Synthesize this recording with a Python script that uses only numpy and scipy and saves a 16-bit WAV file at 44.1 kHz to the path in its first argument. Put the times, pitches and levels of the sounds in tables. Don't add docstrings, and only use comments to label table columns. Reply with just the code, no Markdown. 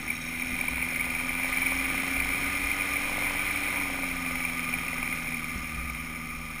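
import sys
import numpy as np
from scipy import signal
from scipy.fft import rfft, irfft
from scipy.io import wavfile
from scipy.ndimage import uniform_filter1d

SR = 44100
rng = np.random.default_rng(int(sys.argv[2]) if len(sys.argv) > 2 else 0)


def how_loud(loudness_db):
    steps = np.asarray(loudness_db, float) / 20
    return 10 ** steps


def file_out(sig):
    cols = np.atleast_2d(sig).T
    lim = np.clip(cols, -1, 1)
    pcm = np.round(lim * 32767).astype(np.int16)
    wavfile.write(sys.argv[1], SR, pcm)


N = 291060
T = np.arange(N) / SR


def curves(table):
    s, *columns = np.transpose(table)
    return [np.interp(T, s, column) for column in columns]


def unit(x):
    return x / np.sqrt(np.mean(x ** 2))


def noise():
    return rng.standard_normal(N)


def ramp(start_s, end_s):
    return np.clip((T - start_s) / (end_s - start_s), 0, 1)


def bump(center_s, width_s):
    return np.exp(-0.5 * ((T - center_s) / width_s) ** 2)


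def walk(rate_hz):
    k = int(SR / rate_hz)
    steps = np.repeat(rng.standard_normal(N // k + 1), k)
    return unit(uniform_filter1d(uniform_filter1d(steps, k), k)[:N])


def ring(x, modes):
    f = np.fft.rfftfreq(N, 1 / SR) + 1e-3
    power = sum(how_loud(2 * db) / (1 + ((f - hz ** 2 / f) / width) ** 2) ** 2 for hz, width, db in modes)
    cepstrum = irfft(0.5 * np.log(power + 1e-12), N)
    cepstrum[1:N // 2] *= 2
    cepstrum[N // 2 + 1:] = 0
    return unit(irfft(rfft(x) * np.exp(rfft(cepstrum)), N))


def even(x, firm):
    return unit(x / (np.abs(signal.hilbert(x)) + 0.6) ** firm)


# start_s, level_db
AIRFLOW = [(0.0, -37.5), (0.13, -36), (0.15, -38), (0.6, -34.5), (1.36, -33.5), (1.51, -31), (3.79, -30.5),
           (3.88, -33.5), (5.0, -35), (6.38, -41.5), (6.6, -39)]


def airflow_level(full_db, share, before_turn_db, gust_db):
    flow_change_db = curves(AIRFLOW)[0] + 31
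    head_aside = 1 - ramp(0.6, 1.47)
    return full_db + share * flow_change_db + before_turn_db * head_aside + gust_db * walk(8)


CLIP_MODES = [(5540, 130, 0.5), (3810, 80, -3)]
CLIP_TOUCHES = [(0.1241, -57), (0.1575, -45), (0.2154, -43), (0.2623, -45), (0.2877, -50), (0.3875, -52),
                (0.4075, -50), (0.4768, -52), (0.6015, -51), (0.7013, -49)]


def clip_buzz(turns):
    touches = sum(how_loud(db - 2.5) * bump(s + 0.005, 0.005) for s, db in CLIP_TOUCHES)
    crank = turns / 2
    light_db = -50 + 2 * rng.standard_normal(N // 100)[crank.astype(int)]
    light = how_loud(light_db) * np.exp(-0.5 * ((crank % 1 - 0.65) / 0.079) ** 2)
    settled_s = 0.75
    shiver = (how_loud(-57) + light) * (1 - ramp(settled_s - 0.3, settled_s + 0.15))
    tone = sum(how_loud(db) * even(ring(noise(), [(hz, width, 0)]), firm=0.7) for hz, width, db in CLIP_MODES)
    return (touches + shiver) * tone


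# start_s, strut_db, sway_db, ring_s
JOLTS = [(0.399, -45, -53, 0.11), (0.715, -37.5, -59, 0.048), (0.959, -47, -46.5, 0.2),
         (1.279, -47, -50, 0.1), (1.503, -44, -41, 0.1), (1.713, -40.5, -58, 0.13),
         (2.177, -36, -45, 0.088), (2.419, -39, -51, 0.1), (2.629, -43, -49, 0.1), (2.899, -45, -54, 0.1),
         (3.11, -43, -42.5, 0.065), (3.26, -43.5, -61, 0.079), (3.456, -42.5, -62, 0.092),
         (3.77, -46, -49, 0.11), (4.099, -42, -49, 0.068), (4.303, -43.5, -46, 0.12),
         (4.759, -46.5, -51, 0.1), (4.993, -51, -44, 0.14), (5.553, -43.5, -50, 0.074),
         (5.758, -33, -47, 0.1), (6.369, -44.5, -46, 0.12)]


def jolts(rest_db, axis):
    rise_s = 0.03
    power = how_loud(2 * rest_db)
    for row in JOLTS:
        s, ring_s = row[0], row[3]
        fade = np.exp(-np.clip(T - s - rise_s, 0, 9) / ring_s)
        power = power + how_loud(2 * row[axis]) * ramp(s - rise_s, s + rise_s) * fade
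    return np.sqrt(power)


# pitch_hz, width_hz, level_db
FRAME_MODES = [
    [(21.5, 9.5, 0)],
    [(59.6, 12.4, 0)],
    [(126, 203, 1), (162, 39, -5), (252.4, 53, 7.5), (331, 160, -5.5)],
]


def frame_shake():
    sway_modes, strut_modes, seat_modes = FRAME_MODES
    sway = jolts(-57.5, axis=2) * how_loud(3) * even(ring(noise(), sway_modes), firm=0.6)
    struts = jolts(-50.5, axis=1) * how_loud(-3) * even(ring(noise(), strut_modes), firm=0.9)
    seat_db = airflow_level(-43, share=0.7, before_turn_db=1.5, gust_db=2)
    seat = how_loud(seat_db - 2.5) * even(ring(noise(), seat_modes), firm=0.5)
    return sway + struts + seat


# start_s, peak_db, push_ms, strut_ring_db, seat_ring_db
THUDS = [
    (0.527, -30, 2.8, -17, -6),
    (0.729, -34, 4, -9, -16),
    (2.182, -35, 4, -14, -11),
    (2.564, -36, 5, -16, -10),
    (2.645, -33, 3.5, -17, -9),
    (3.049, -36, 6, -16, -6),
    (5.5585, -27, 2.8, -18, -9),
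    (5.760, -35, 6, -9, -14),
]


def thuds():
    out = 0
    for s, db, push_ms, strut_db, seat_db in THUDS:
        age = np.clip(T - s, 0, 0.3)
        sounding = age < 0.3
        push = how_loud(db) * bump(s + 0.004, push_ms / 3000)
        strut = how_loud(db + strut_db + 8) * np.exp(-age / 0.022) * np.sin(2 * np.pi * 63 * age)
        seat = how_loud(db + seat_db + 7) * np.exp(-age / 0.013) * np.sin(2 * np.pi * 190 * age)
        out = out - push - (strut + seat) * sounding
    return out


# start_s, firing_rate_hz
ENGINE_SPEED = [(0.0, 78.4), (0.35, 82.82), (0.7, 84.02), (1.15, 83.58), (1.45, 86.29), (1.75, 88.79),
                (2.2, 89.7), (2.75, 94.25), (3.1, 94.13), (3.45, 95.02), (3.72, 95.73), (3.95, 89.91),
                (4.25, 85.78), (4.6, 83.13), (5.2, 82.44), (5.7, 78.49), (6.1, 79.79), (6.6, 77.69)]


def engine():
    hz = curves(ENGINE_SPEED)[0]
    return np.cumsum(hz) / SR, hz


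# firing_rate_multiple, level_db, best_firing_rate_hz, fall_db_per_hz, throttle_shut_change_db
MAIN_ORDERS = [(3, -39.5, 88.1, 0.7, -0.5), (2, -49, 86.2, 0.33, 3.5), (4, -55.5, 89, 0, -3),
               (5, -56, 94, 0.5, -3)]
# firing_rate_multiple, level_db
WEAK_ORDERS = [(0.251, -51.5), (.75, -63.5), (1, -54), (1.75, -59), (2.251, -60), (2.5, -70), (3.25, -55),
               (4.5, -73), (6, -70), (7, -66)]


def exhaust_hum(turns, hz):
    shut = ramp(3.83, 3.83 + 0.29)
    orders = list(WEAK_ORDERS)
    for multiple, db, best_hz, fall_db, shut_db in MAIN_ORDERS:
        orders.append((multiple, db - fall_db * abs(hz - best_hz) + shut_db * shut))
    out = 0
    for multiple, db in orders:
        phase = 2 * np.pi * round(4 * multiple) / 4 * turns + 0.19 * walk(12) + 6 * rng.random()
        out = out + how_loud(db + 0.65 * walk(13)) * np.sqrt(2) * np.sin(phase)
    return out


def clatter(turns, cylinder_db, at, width, scatter_db, steady, blow=0, back=1):
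    stroke = turns.astype(int)
    scatter = scatter_db * rng.standard_normal(stroke[-1] + 1)[stroke]
    size = how_loud(np.choose(stroke % len(cylinder_db), cylinder_db) + scatter)
    rasp = size * np.exp(-0.5 * ((turns % 1 - at) / width) ** 2)
    strike = np.diff(np.floor(turns - at), prepend=np.floor(-at))
    direction = np.where(stroke % 2, back, 1)
    return noise() * np.sqrt(steady + rasp ** 2) + blow * size * strike * direction


# pitch_hz, width_hz, level_db
FIN_MODES = [(5383, 650, 0)]


def valve_ticks(turns):
    level_db = airflow_level(-51.5, share=0.6, before_turn_db=-2.5, gust_db=0.26)
    ticks = clatter(turns / 2, [1, 1], at=0.5, width=0.15, scatter_db=2, steady=0.7)
    return how_loud(level_db + 3.6) * ring(ticks, FIN_MODES)


# pitch_hz, width_hz, level_db
PORT_MODES = [(1217.4, 91, 0)]


def microphone_port(turns):
    level_db = airflow_level(-43.5, share=0.35, before_turn_db=-6.5, gust_db=0.5)
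    puffs = clatter(turns / 2, [-2, 1], at=0.13, width=0.09, scatter_db=2, steady=1.1)
    return how_loud(level_db + 0.9) * ring(puffs, PORT_MODES)


# start_s, length_s, case_db, shell_db
SPELLS = [
    [(0, .8, 5, 4), (.6, 1.7, 2, 7), (1.3, .7, 5, 1), (3.05, .2, 1, 5), (5.4, 1.2, 7, 2)],
    [(0, .6, 4, 8), (2.6, 2.2, 2, 4), (3.05, .2, 0, 3)],
    [(0, 1.3, 7, 5.5), (3.05, .3, 2, 9), (3.75, .3, 3, 9), (4.25, 1.1, 9, 7)],
    [(0, 1.5, 1, 4), (.8, 1.5, 7, 3), (2.6, .4, 3, 4), (3.75, .2, 1, 6)],
]


def knocks(axis):
    calm_db, ramp_s = -7, 0.12
    levels = []
    for rows in SPELLS:
        level_db = calm_db
        for row in rows:
            s, end_s = row[0], row[0] + row[1]
            level_db = level_db + row[axis] * ramp(s - ramp_s, s) * (1 - ramp(end_s, end_s + ramp_s))
        levels.append(level_db)
    return np.array(levels)


# pitch_hz, width_hz, level_db
SHELL_MODES = [(552, 115, -1), (773, 133, -1), (1001, 130, 0), (765, 660, -4.5)]


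def helmet_shell(turns):
    level_db = airflow_level(-44, share=0.88, before_turn_db=-3, gust_db=0.47)
    blows = clatter(turns, 1.6 * knocks(axis=3) + 1, at=0.22, width=0.17, scatter_db=1.3,
                    steady=0.37, blow=14, back=-0.5)
    return how_loud(level_db + 0.87) * ring(blows, SHELL_MODES)


# start_s, peak_db
HARD_KNOCKS = [(0.1023, -13), (0.3123, -37), (0.4196, -14.5), (0.61, -12.5), (0.6814, -14.5), (0.823, -15),
               (1.008, -13), (1.1615, -20), (1.3275, -22), (1.5715, -12), (1.6183, -12.5), (1.6646, -11),
               (1.791, -22), (2.714, -14.5), (2.963, -15), (3.0296, -26), (3.186, -27), (3.476, -26),
               (3.572, -22), (3.6725, -23), (4.167, -19), (4.4037, -21), (4.45, -22), (4.64, -26),
               (4.8823, -30), (4.9803, -16), (5.075, -24), (5.242, -25), (5.342, -23), (5.897, -24)]


def hard_knocks():
    case = 0
    jab = 0
    for s, db in HARD_KNOCKS:
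        case = case + how_loud(db - 5) * bump(s + 0.003, 0.0022)
        jab = jab + how_loud(db - 23.5) * bump(s + 0.003, 0.0017) * np.cos(2 * np.pi * 800 * (T - s))
    return case * np.sin(2 * np.pi * 2330 * T) + jab


# pitch_hz, width_hz, level_db
CAVITY_MODES = [(2003, 166, -9), (2111, 186, -1), (2292, 110, 1.5), (2415, 142, 0.5), (2668, 250, -12.5)]
# pitch_hz, width_hz, level_db
WALL_MODES = [(1470, 167, 1.5), (1736, 240, -1), (3127, 434, -3.5), (3735, 610, -9), (4195, 850, -12.5)]


def camera_case(turns):
    knock_db = knocks(axis=2)
    blows = clatter(turns, knock_db + 1, at=0.17, width=0.24, scatter_db=0.7, steady=0.38, blow=5)
    cavity = ring(blows * how_loud(0.6 * walk(40)), CAVITY_MODES)
    rush = clatter(turns, knock_db - 3, at=0.25, width=0.2, scatter_db=2, steady=0.8)
    walls = ring(rush, WALL_MODES)
    return how_loud(curves(AIRFLOW)[0] + 1.5) * (cavity + how_loud(-10.5) * walls)


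def scene():
    turns, hz = engine()
    background = clip_buzz(turns) + frame_shake() + thuds()
    motor = exhaust_hum(turns, hz) + valve_ticks(turns)
    helmet = microphone_port(turns) + helmet_shell(turns)
    case = hard_knocks() + camera_case(turns)
    return (background + motor + helmet + case)[None]


def low_pass(x):
    return signal.sosfilt(signal.butter(12, 16410, fs=SR, output="sos"), x)


def record(dry):
    rounded = np.tanh(5.5 * dry) / 5.5
    slow = signal.resample_poly(rounded, 40, 147, axis=1)
    held = np.repeat(slow, 4, axis=1)
    mirrored = signal.resample_poly(held, 147, 160, axis=1)[:, :N]
    top_cut = signal.ellip(12, 0.3, 60, 15270, fs=SR, output="sos")
    return low_pass(signal.sosfilt(top_cut, mirrored))


dry = scene()
out = record(dry)
file_out(out)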